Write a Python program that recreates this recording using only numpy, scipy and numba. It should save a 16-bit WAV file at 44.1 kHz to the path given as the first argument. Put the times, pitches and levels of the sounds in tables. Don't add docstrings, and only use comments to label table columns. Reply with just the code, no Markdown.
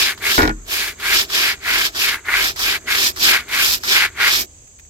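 import sys
import numpy as np
from scipy import signal
from scipy.fft import rfft, irfft, next_fast_len
from scipy.io import wavfile
from scipy.ndimage import uniform_filter1d
from numba import njit

SR = 44100
rng = np.random.default_rng(int(sys.argv[2]) if len(sys.argv) > 2 else 0)


def store_wav(level_fs):
    pcm = np.round(np.clip(np.atleast_2d(level_fs), -1, 1) * 32767)
    wavfile.write(sys.argv[1], SR, pcm.T.astype(np.int16))


N = 216001
T = np.arange(N) / SR
LEFT_RIGHT = np.array([[1], [-1]])
LIFT_S = 4.45

# centre in Hz, width in Hz, level in dB.
TIP_MODES = [(3586, 2520, 0.5), (5173, 2140, -1), (7370, 2000, -13.5)]
# start in seconds, level in dB, pitch in Hz.
TUFT_SNAPS = [(1.661, -13.5, 1750), (2.286, -12.5, 1870), (2.339, -6.5, 2100), (2.882, -15, 1980),
              (4.023, -10, 2148), (4.188, -18, 1710), (4.269, -10, 1995)]


def undb(db):
    return 10 ** (np.asarray(db) / 20)


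def unit(x):
    return x / np.std(np.atleast_2d(x).mean(axis=0))


def colour(x, points):
    hz, db = np.transpose(points)
    size = 2 * next_fast_len(N // 2 + 1)
    bins = np.maximum(np.fft.rfftfreq(size, 1 / SR), 1)
    outline_db = np.interp(np.log(bins), np.log(hz), db)
    cepstrum = irfft(np.log(undb(outline_db)), size)
    cepstrum[1:size // 2] *= 2
    cepstrum[size // 2:] = 0
    response = np.exp(rfft(cepstrum))
    return irfft(rfft(x, size) * response, size)[..., :N]


@njit
def band(x, hz, width):
    y, band_state, low_state = np.empty(len(x)), 0., 0.
    for i in range(len(x)):
        g, k = np.tan(np.pi * hz[i] / SR), width / hz[i]
        v = (band_state + g * (x[i] - low_state)) / (1 + g * (g + k))
        band_state = 2 * v - band_state
        low_state += 2 * g * v
        y[i] = k * v
    return y


def resonate(x, modes, stretch):
    out = np.zeros((2, N))
    for channel, side in enumerate(x):
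        for k, (hz, width, db) in enumerate(modes):
            centre = hz * stretch
            once = band(side, centre, float(width))
            out[channel] += (-1) ** k * undb(db) * band(once, centre, float(width))
    return out


def walk(rate):
    k = max(int(SR / rate), 2)
    steps = np.repeat(rng.standard_normal(N // k + 1), k)[:N]
    return unit(uniform_filter1d(uniform_filter1d(steps, k), k))


def flicks(rate, scatter_db, lag_ms, width_ms):
    at = np.flatnonzero(rng.random(N) < rate / SR)
    sign, loudness, spot = rng.standard_normal((3, len(at)))
    size = np.sign(sign) * undb(scatter_db * np.clip(loudness, -2, 2)) / np.sqrt(rate[at])
    late = np.rint((lag_ms[at] + width_ms * spot) * SR / 1000).astype(int)
    left = np.bincount((at + late) % N, size, N)
    right = np.bincount(at, size, N)
    return np.array([left, right])


def burst(start, t60):
    return (T >= start) * undb(-60 * np.maximum(T - start, 0) / t60)


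def pair(points):
    mid, side = rng.standard_normal((2, N))
    side = colour(side, [(60, -16), (200, -12.0), (700, -1.5), (1300, 4.0), (2400, 1.0)])
    return unit(colour(mid + LEFT_RIGHT * side, points))


def reflect(x, reach):
    # delay in ms when drawn back, delay in ms when pushed out, level in dB.
    echoes = [(1.9, 1.265, -32), (3.3, 4.1, -19), (6.4, 5.9, -17.5)]
    out = x
    for back_ms, out_ms, db in echoes:
        heard_at = T - (back_ms + (out_ms - back_ms) * reach) / 1000
        out = out + undb(db) * np.array([np.interp(heard_at, T, side) for side in x])
    return out


def garden():
    # frequency in Hz, level in dB.
    air_tone = [(20, -1), (38, 1), (55, 0.5), (75, 6), (120, -4), (200, -11.5), (350, -14), (600, -17.5),
                (1500, -30), (2300, -30.5), (5000, -26), (9500, -39), (13000, -40.5), (16000, -46)]
    # frequency in Hz, level in dB.
    insect_tone = [(5200, -32), (5900, -11), (6300, 2.5), (7100, -2.5), (7800, 0.5), (8300, -10),
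                   (9200, -28)]
    air = pair(air_tone) * undb(-48.5 + 1.5 * walk(4.3))
    throb_hz = 55 + 4 * walk(17)
    throb = np.sin(2 * np.pi * np.cumsum(throb_hz) / SR)
    insects = pair(insect_tone) * undb(-52.0 + 1.1 * throb + .6 * walk(1.8))
    return air + insects


def suds():
    # start in seconds, relative level in dB.
    pops = [(4.674, -42), (4.7887, -37.5), (4.7964, -35.5), (4.8494, -44)]
    # frequency in Hz, level in dB.
    pop_tone = [(800, -10), (2200, 0.5), (3200, -8), (5000, -5.5), (9000, -16.5), (13000, -8), (16000, -18)]
    envelope = sum(undb(db) * burst(s, t60=0.033) for s, db in pops)
    return undb(-10.5) * pair(pop_tone) * envelope


def rumble():
    # frequency in Hz, level in dB.
    rumble_tone = [(20, -7), (38, -4), (80, 3), (130, -7.5), (200, -9), (380, -7.5), (600, -21),
                   (1500, -27), (4000, -37), (16000, -57.5)]
    working = np.clip((LIFT_S - T) / 0.029 + 1, 0, 1)
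    return pair(rumble_tone) * working * undb(-48.5 + 2.5 * walk(9.1))


def bump():
    # start in seconds, relative level in dB, crack in dB against that level.
    blows = [(0.38, 2.5, -4), (0.391, 1.5, -20), (0.405, -1, -21), (0.42, -2, 1), (0.43, 1, -6),
             (0.443, -13, -15), (0.453, -3.5, -8), (0.476, -5, 1.5), (0.494, -8, -4), (0.503, -15, -11)]
    # frequency in Hz, level in dB, time to fall 60 dB in seconds.
    deck_modes = [(40, -5.5, 0.48), (84, -9.5, 0.076), (110, -15.5, 0.3), (157, -13.5, 0.25),
                  (222.4, -11, 0.25), (254, -2.5, 0.25), (314.6, -0.5, 0.21), (354, -3, 0.087),
                  (424, -1.5, 0.13), (542, -12.5, .11), (630, -33, 0.15), (756, -21, 0.17),
                  (850, -5.5, .13), (850, -20, 0.24), (975, -17, 0.22), (1441, 4, 0.088), (1774, -16, 0.11),
                  (1920, -12, 0.083), (2250, -6.5, 0.054)]
    # frequency in Hz, level in dB.
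    knock_tone = [(100, 7), (400, 0.5), (900, 3), (1300, -8.5), (1750, 0), (2300, -11.5), (3000, -20),
                  (6000, -38), (14000, -50)]
    push, knock, crack = np.zeros((1, N)), np.zeros(N), np.zeros(N)
    for s, db, crack_db in blows:
        push[0, int(s * SR)] += undb(db)
        knock += undb(db) * burst(s, t60=0.071)
        crack += undb(db + crack_db) * burst(s, t60=0.02)
    age = np.maximum(T[:SR] - np.array([[.4], [0]]) / 1000, 0)
    modes = np.zeros((2, SR))
    for k, (hz, db, t60) in enumerate(deck_modes):
        modes += (-1) ** k * undb(db - 60 * age / t60) * np.sin(2 * np.pi * hz * age)
    ring = signal.fftconvolve(push, modes)[:, :N]
    cracks = unit(resonate(rng.standard_normal((2, N)), TIP_MODES, np.ones(N))) * crack
    return undb(-15.5) * ring + undb(-15.5) * pair(knock_tone) * knock + undb(-16.0) * cracks


def board(chatter_db, scratch_db, reach, speed, lag_ms):
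    # centre in Hz, width in Hz, level in dB.
    board_modes = [(40.8, 5.3, 10.5), (79.5, 35, -3), (167.3, 40, -20), (239.7, 36, 1), (310, 20.6, -1.5),
                   (388.5, 68.4, 7), (674, 184, -3.5)]
    # time in seconds, level in dB.
    drone_levels = [(0, -23.5), (1.8, -25.5), (3.0, -25), (4.1, -28), (4.35, -24.5)]
    force = np.hypot(undb(chatter_db), undb(scratch_db))
    force_db = 20 * np.log10(uniform_filter1d(force, SR // 14) + 1e-9)
    drag = reflect(flicks(400 + 900 * speed, scatter_db=2.0, lag_ms=lag_ms, width_ms=0.14), reach)
    drone_db = np.interp(T, *np.transpose(drone_levels))
    drone_db = drone_db + 6 * (reach - .5)
    droning = unit(resonate(drag, board_modes, 1.04 - 0.087 * reach))
    return droning * undb(0.6 * force_db + drone_db + 1.63 * walk(18))


def snaps():
    ports = T - np.array([[.06], [0]]) / 1000
    out = np.zeros((2, N))
    for s, db, hz in TUFT_SNAPS:
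        age = np.maximum(ports - s, 0)
        swell = age / 0.00091
        out += undb(db) * swell * np.exp(1 - swell) * np.sin(2 * np.pi * hz * age)
    return out


def swish(chatter_db, scratch_db, reach, speed, lag_ms):
    mid_hz, rise_octaves = 2733, 2.3
    slips = reflect(flicks(700 + 1500 * speed, scatter_db=1.0, lag_ms=lag_ms, width_ms=.06), reach)
    voice = unit(resonate(slips, [(mid_hz, 1100, 0)], 2 ** (rise_octaves * (reach - .5))))
    friction = np.hypot(undb(chatter_db), undb(scratch_db))
    return voice * undb(-9.5) * friction


def motion():
    # time in seconds, reach from 0 (drawn back) to 1 (pushed out).
    turns = [(-0.12, 0.74), (0.17, 0.16), (0.42, 0.75), (0.62, 0.6), (0.95, 0.23), (1.27, 0.65),
             (1.59, 0.33), (1.92, 0.67), (2.22, 0.071), (2.545, 0.76), (2.81, 0.28), (3.14, 0.85),
             (3.45, 0.2), (3.8, 0.87), (4.13, 0.19), (4.48, 1.0)]
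    s, reach = np.transpose(turns)
    swing = np.interp(T, s, np.arange(len(s)))
    eased = np.floor(swing) + (1 - np.cos(np.pi * (swing % 1))) / 2
    return np.interp(eased, np.arange(len(s)), reach), np.abs(np.sin(np.pi * swing))


def strokes(reach):
    # start, end, swell and fade in seconds,
    # then relative levels of bristle chatter, tip scratch and foam fizz in dB.
    stroke_rows = [(-0.1, 0.162, 0.09, 0.072, -24.5, -18, -26),
                   (0.196, 0.512, 0.062, 0.21, -22, -19.5, -26),
                   (0.653, 0.954, 0.084, 0.083, -28.5, -24, -28),
                   (0.97, 1.272, 0.12, 0.078, -21.5, -19.5, -26.5),
                   (1.274, 1.577, 0.1, 0.093, -21.5, -18.5, -28.5),
                   (1.593, 1.916, 0.12, 0.069, -20, -20.5, -29), (1.922, 2.209, 0.12, 0.11, -23, -17, -26),
                   (2.238, 2.544, 0.097, 0.083, -20.5, -20.5, -29),
                   (2.549, 2.797, 0.096, 0.045, -23.5, -22.5, -30),
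                   (2.855, 3.131, 0.043, 0.054, -21.5, -21, -28),
                   (3.155, 3.449, 0.11, 0.12, -18, -16.0, -24.5),
                   (3.463, 3.802, 0.091, 0.069, -22, -19.5, -26),
                   (3.794, 4.107, 0.15, 0.073, -17.5, -18, -27.5),
                   (4.147, 4.463, 0.083, 0.061, -17.5, -19, -27.5)]
    # reach from 0 to 1, then chatter, scratch and fizz gain in dB.
    lean_rows = [(0, 8.5, -12.5, -4.5), (.25, -2.5, -6.5, -7), (.5, -1, -1, -0.5), (.75, -8, 1, 1),
                 (1, -15, -8, -.5)]
    touch_db = -34.5
    ease_power = 2.024
    creep_db, creep_s = -30, 0.34
    pressed = np.full((3, N), -120.)
    for start, end, swell, fade, *layers_db in stroke_rows:
        before_full = np.maximum(1 - (T - start) / swell, 0) ** ease_power
        after_full = np.maximum(1 - (end - T) / fade, 0) ** ease_power
        stroke_db = np.array(layers_db)[:, None] + touch_db * (before_full + after_full)
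        pressed = np.maximum(pressed, stroke_db)
    at_reach, *lean_db = np.transpose(lean_rows)
    gain = undb(pressed + np.array([np.interp(reach, at_reach, db) for db in lean_db]))
    average = np.abs(uniform_filter1d(gain, int(creep_s * SR), axis=1))
    creep = undb(creep_db) * average * (T < LIFT_S)
    return 20 * np.log10(np.hypot(gain, creep))


def brush():
    # centre in Hz, width in Hz, level in dB.
    tuft_modes = [(1144, 1010, -4), (1578, 394, 6.5), (2143, 560, 4.5)]
    # frequency in Hz, level in dB.
    foam_tone = [(3000, -9.5), (6000, 1.5), (8500, -2), (10500, 0), (12800, 6), (14500, -0.5), (16000, -7)]
    # centre in seconds, extra level in dB.
    surges = [(.05, 4.5), (.8, 4), (1.18, 3.5), (1.41, 2), (2.63, 0), (2.73, 4.5), (3.055, 2.5),
              (3.245, 1.5), (4.3, 2), (4.39, 1)]
    # start in seconds, relative level in dB.
    catches = [(0.177, -45), (0.999, -39), (1.3, -37.5), (1.658, -38), (1.948, -36.5), (2.253, -47),
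               (2.561, -34.5), (2.593, -32), (3.161, -34.5), (3.483, -46), (3.834, -29)]
    reach, speed = motion()
    chatter_db, scratch_db, fizz_db = strokes(reach)
    upright = uniform_filter1d(.5 + .5 * np.tanh((scratch_db - chatter_db) / 8), SR // 40)
    lag_back_ms, lag_out_ms = -0.035, .33
    lag_ms = lag_back_ms + (lag_out_ms - lag_back_ms) * reach
    pan = LEFT_RIGHT * (.5 - reach) / 2

    tufts = reflect(flicks(600 + 1700 * speed, scatter_db=-1.0, lag_ms=lag_ms, width_ms=0.068), reach)
    tips = reflect(flicks(1300 + 4000 * speed, scatter_db=-0.5, lag_ms=lag_ms, width_ms=0.088), reach)
    foam = reflect(flicks(2000 + 6000 * speed, scatter_db=-3.0, lag_ms=lag_ms, width_ms=.15), reach)

    chattering = unit(resonate(tufts, tuft_modes, 0.973 + 0.17 * upright ** 2))
    rattle = sum(undb(db - 12.5) * burst(s, t60=0.162) for s, db, _ in TUFT_SNAPS)
    chatter = chattering * np.hypot(undb(chatter_db - 1.68 + 0.5 * walk(70)), rattle)

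    scratching = unit(resonate(tips, TIP_MODES, 0.81 + 0.11 * upright + 0.18 * reach))
    surge_s = 0.022
    surge_db = sum(db * np.exp(-((T - s) / surge_s) ** 2 / 2) for s, db in surges)
    scratch = scratching * undb(scratch_db + surge_db - 1.45 + 2 * pan + 0.87 * walk(90))

    fizzing = unit(colour(foam, foam_tone))
    fizz = fizzing * undb(fizz_db + 1.62 + 13.0 * pan)

    rasping = unit(resonate(tips, [(1308, 1000, 0)], np.ones(N)))
    rasp = rasping * (undb(scratch_db - 13) + undb(-59) * (T < LIFT_S))

    catch_envelope = sum(undb(db) * burst(s, t60=.17) for s, db in catches)
    catch = (scratching + undb(1.5) * rasping + undb(-6.5) * fizzing) * catch_envelope

    glide = swish(chatter_db, scratch_db, reach, speed, lag_ms)
    drone = board(chatter_db, scratch_db, reach, speed, lag_ms)
    grain_db = 0.9 * walk(90)
    return (chatter + scratch + glide + fizz + rasp + catch + drone) * undb(grain_db)


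def scene():
    return garden() + suds() + rumble() + bump() + snaps() + brush()


def record(dry):
    # frequency in Hz, left level in dB, right level in dB.
    port_colours = [(196, -0.5, -1.4), (1310, 0, -1.5), (2440, 4.5, 4.5), (4240, -1, -1), (7440, 1.5, 5.5),
                    (8800, 3, -2.5), (10350, 4.5, -12.5), (12080, -4, 3), (16800, -4, 1)]
    hz, *sides_db = np.transpose(port_colours)
    heard = np.array([colour(side, np.column_stack([hz, db])) for side, db in zip(dry, sides_db)])
    heard = signal.sosfilt(signal.butter(4, 28, "high", fs=SR, output="sos"), heard)
    heard = heard / (1 + heard ** 6) ** (1 / 6)
    return signal.sosfilt(signal.ellip(10, .2, 80, 15800, fs=SR, output="sos"), heard)


dry = scene()
out = record(dry)
store_wav(out)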